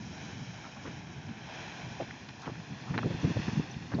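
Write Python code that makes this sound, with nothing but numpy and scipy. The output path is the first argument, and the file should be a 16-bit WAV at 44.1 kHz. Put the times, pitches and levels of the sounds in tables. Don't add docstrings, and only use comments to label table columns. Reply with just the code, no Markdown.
import sys
import numpy as np
from scipy import signal
from scipy.fft import rfft, irfft
from scipy.io import wavfile
from scipy.ndimage import uniform_filter1d, map_coordinates

SR = 44100
rng = np.random.default_rng(int(sys.argv[2]) if len(sys.argv) > 2 else 0)


def to_wav(s):
    ch = np.atleast_2d(s).T
    pcm = np.round(np.clip(ch, -1, 1) * 32767)
    wavfile.write(sys.argv[1], SR, pcm.astype(np.int16))


N = 176400
T = np.arange(N) / SR

# time_s, level_db
WIND_LEVEL = [(0, -43), (.5, -47), (.75, -48), (1.3, -46.5), (1.8, -47), (2.35, -49.5), (2.55, -47),
              (2.85, -46.5), (3.1, -40.5), (3.5, -40), (3.7, -44.5), (3.88, -45), (4, -35.5)]
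# freq_hz, relative_db
WIND_SPECTRUM = [(20, -34.5), (45, -19), (80, -5.5), (130, 1.5), (200, -2.5), (300, -8), (450, -19.5),
                 (800, -43), (1500, -50.5)]
# freq_hz, relative_db
EDDY_SPECTRUM = [(110, 0.5), (170, 1.5), (330, -6), (700, -12)]
# peak_s, length_s, level_db, high_hz
BUFFET_EVENTS = [(0.005, 0.045, -44, 220), (0.417, 0.02, -39, 180), (0.495, 0.036, -40.5, 180),
                 (0.873, 0.048, -40.5, 450), (1.301, 0.052, -38, 230), (2.023, 0.028, -43, 334),
                 (2.487, 0.036, -37.5, 560), (2.524, 0.014, -38.5, 300), (2.601, 0.011, -36.5, 238),
                 (2.723, 0.032, -38, 224), (2.911, .016, -29, 280), (2.969, 0.072, -34, 470),
                 (3.018, 0.014, -38, 286), (3.062, 0.035, -26, 440), (3.11, 0.025, -29, 560),
                 (3.147, 0.0076, -29, 350), (3.247, 0.017, -21.5, 378), (3.273, 0.03, -29, 305),
                 (3.307, 0.025, -28.5, 400), (3.37, 0.016, -25, 620), (3.398, 0.013, -29, 324),
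                 (3.487, 0.014, -26.5, 432), (3.535, 0.014, -30.5, 282), (3.585, 0.039, -27, 278),
                 (3.6, 0.0082, -25, 452), (3.768, 0.0064, -30.5, 262), (3.946, 0.015, -25.5, 289),
                 (3.995, 0.057, -34.5, 495)]
# pitch_hz, relative_db, t60_s
CASE_MODES = [(1150, -4, .006), (1600, 0, .009), (2150, -6, .009), (4000, -12, .016)]
# peak_s, length_s, level_db, low_hz, high_hz
SPLAT_EVENTS = [(0.65, 0.025, -46, 720, 1600), (.768, 0.013, -47, 550, 1100), (.855, .012, -44, 450, 1280),
                (0.87, 0.023, -45, 500, 2180), (2.009, 0.01, -47, 800, 3200), (2.032, .01, -50, 1500, 3480),
                (2.11, 0.0062, -40, 1450, 2310), (2.289, 0.0065, -43.5, 1200, 4300),
                (2.419, .006, -50, 3560, 6460), (2.436, 0.031, -47.5, 800, 1610),
                (2.46, 0.021, -46.5, 1300, 2900), (2.474, 0.039, -40.5, 366, 1320),
                (2.556, 0.0049, -45.5, 800, 2500), (2.881, 0.084, -50, 710, 1290),
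                (2.943, 0.013, -37, 493, 1890), (2.987, 0.013, -32, 500, 1990),
                (3.032, 0.0073, -35.5, 556, 1400), (3.218, 0.011, -54, 5650, 6460),
                (3.482, 0.014, -42, 596, 1900), (3.713, 0.011, -51, 5800, 6140),
                (3.743, 0.0051, -46, 2300, 3470), (3.929, 0.029, -40, 393, 1680),
                (3.947, 0.013, -50, 3740, 4620), (3.992, .02, -36.5, 350, 890)]
# time_s, lag_ms
REFLECTION_LAG = [(0, 1.26), (.9, 1.28), (1.7, 1.24), (2.4, 1.21), (3.0, 1.18), (3.5, 1.15), (4, 1.15)]
# time_s, roar_db, spray_db
JET_SURGES = [(0.0, -54.5, -59), (0.14, -52.5, -56.5), (0.29, -50.5, -56), (0.56, -54, -60),
              (0.89, -51.5, -58), (1.1, -53.5, -61.5), (1.36, -52.5, -62.5), (1.55, -48.5, -58),
              (1.67, -48, -58), (2.04, -52, -59.5), (2.25, -54, -61), (2.77, -53, -62),
              (3.16, -48.5, -59.5), (3.41, -46.5, -55.5), (3.74, -53, -61.5), (4.0, -56.5, -65.5)]
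# freq_hz, relative_db
ROAR_SPECTRUM = [(200, -13), (450, 0.5), (800, 1.5), (1200, -3), (1750, -1.5), (2400, -2), (3300, -6),
                 (4400, -11.5), (6000, -36)]
# freq_hz, relative_db
SPRAY_SPECTRUM = [(2000, -17.5), (3500, -1), (4500, 1.5), (5400, 6), (6100, 3), (6800, -0.5), (7300, -19),
                  (7800, -36)]


def undb(db):
    return 10 ** (np.asarray(db) / 20)


def unit(x):
    return x / np.sqrt(np.mean(x ** 2))


def curve(rows, column=1):
    rows = np.array(rows)
    return np.interp(T, rows[:, 0], rows[:, column])


def colour(x, spectrum):
    hz, db = np.array(spectrum).T
    bin_hz = np.maximum(np.arange(N // 2 + 1) * SR / N, 1)
    gain = undb(np.interp(np.log(bin_hz), np.log(hz), db))
    return unit(irfft(rfft(x) * gain, N))


def band(x, low_hz, high_hz, order):
    return signal.sosfilt(signal.butter(order, [low_hz, high_hz], "band", fs=SR, output="sos"), x)


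def walk(rate_hz):
    step = int(SR / rate_hz)
    stairs = np.repeat(rng.standard_normal(N // step + 1), step)
    return unit(uniform_filter1d(stairs, step)[:N])


def drops(per_s, spread_db):
    clicks = (rng.random(N) < per_s / SR) * rng.standard_normal(N)
    return clicks * undb(spread_db * np.minimum(rng.exponential(size=N), 2))


def burst(x, peak_s, rise_s, fall_s, level_db):
    width_s = np.where(T < peak_s, rise_s, fall_s)
    envelope = np.exp(-np.minimum(((T - peak_s) / width_s) ** 2, 100))
    local_rms = np.sqrt(np.sum((x * envelope) ** 2) / np.sum(envelope ** 2))
    return undb(level_db) * envelope * x / local_rms


def churn(x, flicker_db, rate_hz, octaves=7, base_hz=125):
    spectrum = rfft(x)
    bin_hz = np.maximum(np.arange(N // 2 + 1) * SR / N, 1)
    octave = np.log2(bin_hz / base_hz)
    bands = (irfft(spectrum * np.interp(octave, np.arange(octaves), row), N) for row in np.eye(octaves))
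    return unit(sum(part * undb(flicker_db * walk(rate_hz)) for part in bands))


def wind(flutter_db=1.66, buffet_low_hz=97):
    rumble = colour(rng.standard_normal(N), WIND_SPECTRUM)
    flutter = undb(flutter_db * walk(rate_hz=25))
    steady = unit(rumble * flutter) * undb(curve(WIND_LEVEL))
    eddies = colour(rng.standard_normal(N), EDDY_SPECTRUM)
    buffets = np.zeros(N)
    for peak_s, length_s, level_db, high_hz in BUFFET_EVENTS:
        thump = band(eddies, buffet_low_hz, high_hz, order=3)
        buffets += burst(thump, peak_s, 0.63 * length_s, 0.51 * length_s, level_db)
    return steady + buffets


def case_knock(start_s=2.9784, gain_db=-18.5, contact_s=0.0003):
    age_s = np.maximum(T - start_s, 0)
    ring = sum(undb(db) * np.sin(2 * np.pi * pitch_hz * age_s) * undb(-60 * age_s / t60_s)
               for pitch_hz, db, t60_s in CASE_MODES)
    return undb(gain_db) * ring * np.minimum(age_s / contact_s, 1)


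def splats():
    slaps = np.zeros(N)
    for peak_s, length_s, level_db, low_hz, high_hz in SPLAT_EVENTS:
        shower = band(drops(per_s=3000, spread_db=4), low_hz, high_hz, order=3)
        slaps += burst(shower, peak_s, 0.35 * length_s, 0.69 * length_s, level_db)
    return slaps


def plop():
    hollow = band(rng.standard_normal(N), low_hz=310, high_hz=785, order=4)
    return burst(hollow, peak_s=2.005, rise_s=0.0063, fall_s=0.021, level_db=-33)


def ground_reflection(x, gain=0.36, low_hz=352, high_hz=4900):
    dull = signal.sosfiltfilt(signal.butter(2, high_hz, fs=SR, output="sos"), x)
    thin = signal.sosfilt(signal.butter(1, low_hz, "high", fs=SR, output="sos"), dull)
    lag_s = curve(REFLECTION_LAG) / 1000
    return gain * map_coordinates(thin, [(T - lag_s) * SR], mode="mirror")


def camera_turn(x, turn_s=2.4, ease_s=0.3, dip_hz=4540, width_hz=610, depth=0.53):
    facing = 0.5 - 0.5 * np.tanh((T - turn_s) / ease_s)
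    return x - depth * facing * band(x, dip_hz - width_hz / 2, dip_hz + width_hz / 2, order=1)


def rush(droplet_gain_db=-5.5):
    return rng.standard_normal(N) + undb(droplet_gain_db) * unit(drops(per_s=1500, spread_db=4.5))


def geyser_jet(roar_gain_db=2, spray_gain_db=1.5, sputter_db=0.78):
    sputter = undb(sputter_db * walk(rate_hz=12))
    roar = churn(colour(rush(), ROAR_SPECTRUM), flicker_db=0.6, rate_hz=60)
    roar *= undb(curve(JET_SURGES, column=1) + roar_gain_db)
    spray = churn(colour(rush(), SPRAY_SPECTRUM), flicker_db=0.75, rate_hz=35)
    spray *= undb(curve(JET_SURGES, column=2) + spray_gain_db)
    return sputter * (roar + spray)


def scene():
    jet = geyser_jet()
    geyser = camera_turn(jet + ground_reflection(jet))
    return (geyser + splats() + plop() + wind() + case_knock())[None]


def record(dry):
    low_hz, high_hz = 45, 7400
    thin = signal.sosfilt(signal.butter(2, low_hz, "high", fs=SR, output="sos"), dry)
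    return signal.sosfilt(signal.ellip(8, 0.2, 70, high_hz, fs=SR, output="sos"), thin)


dry = scene()
out = record(dry)
to_wav(out)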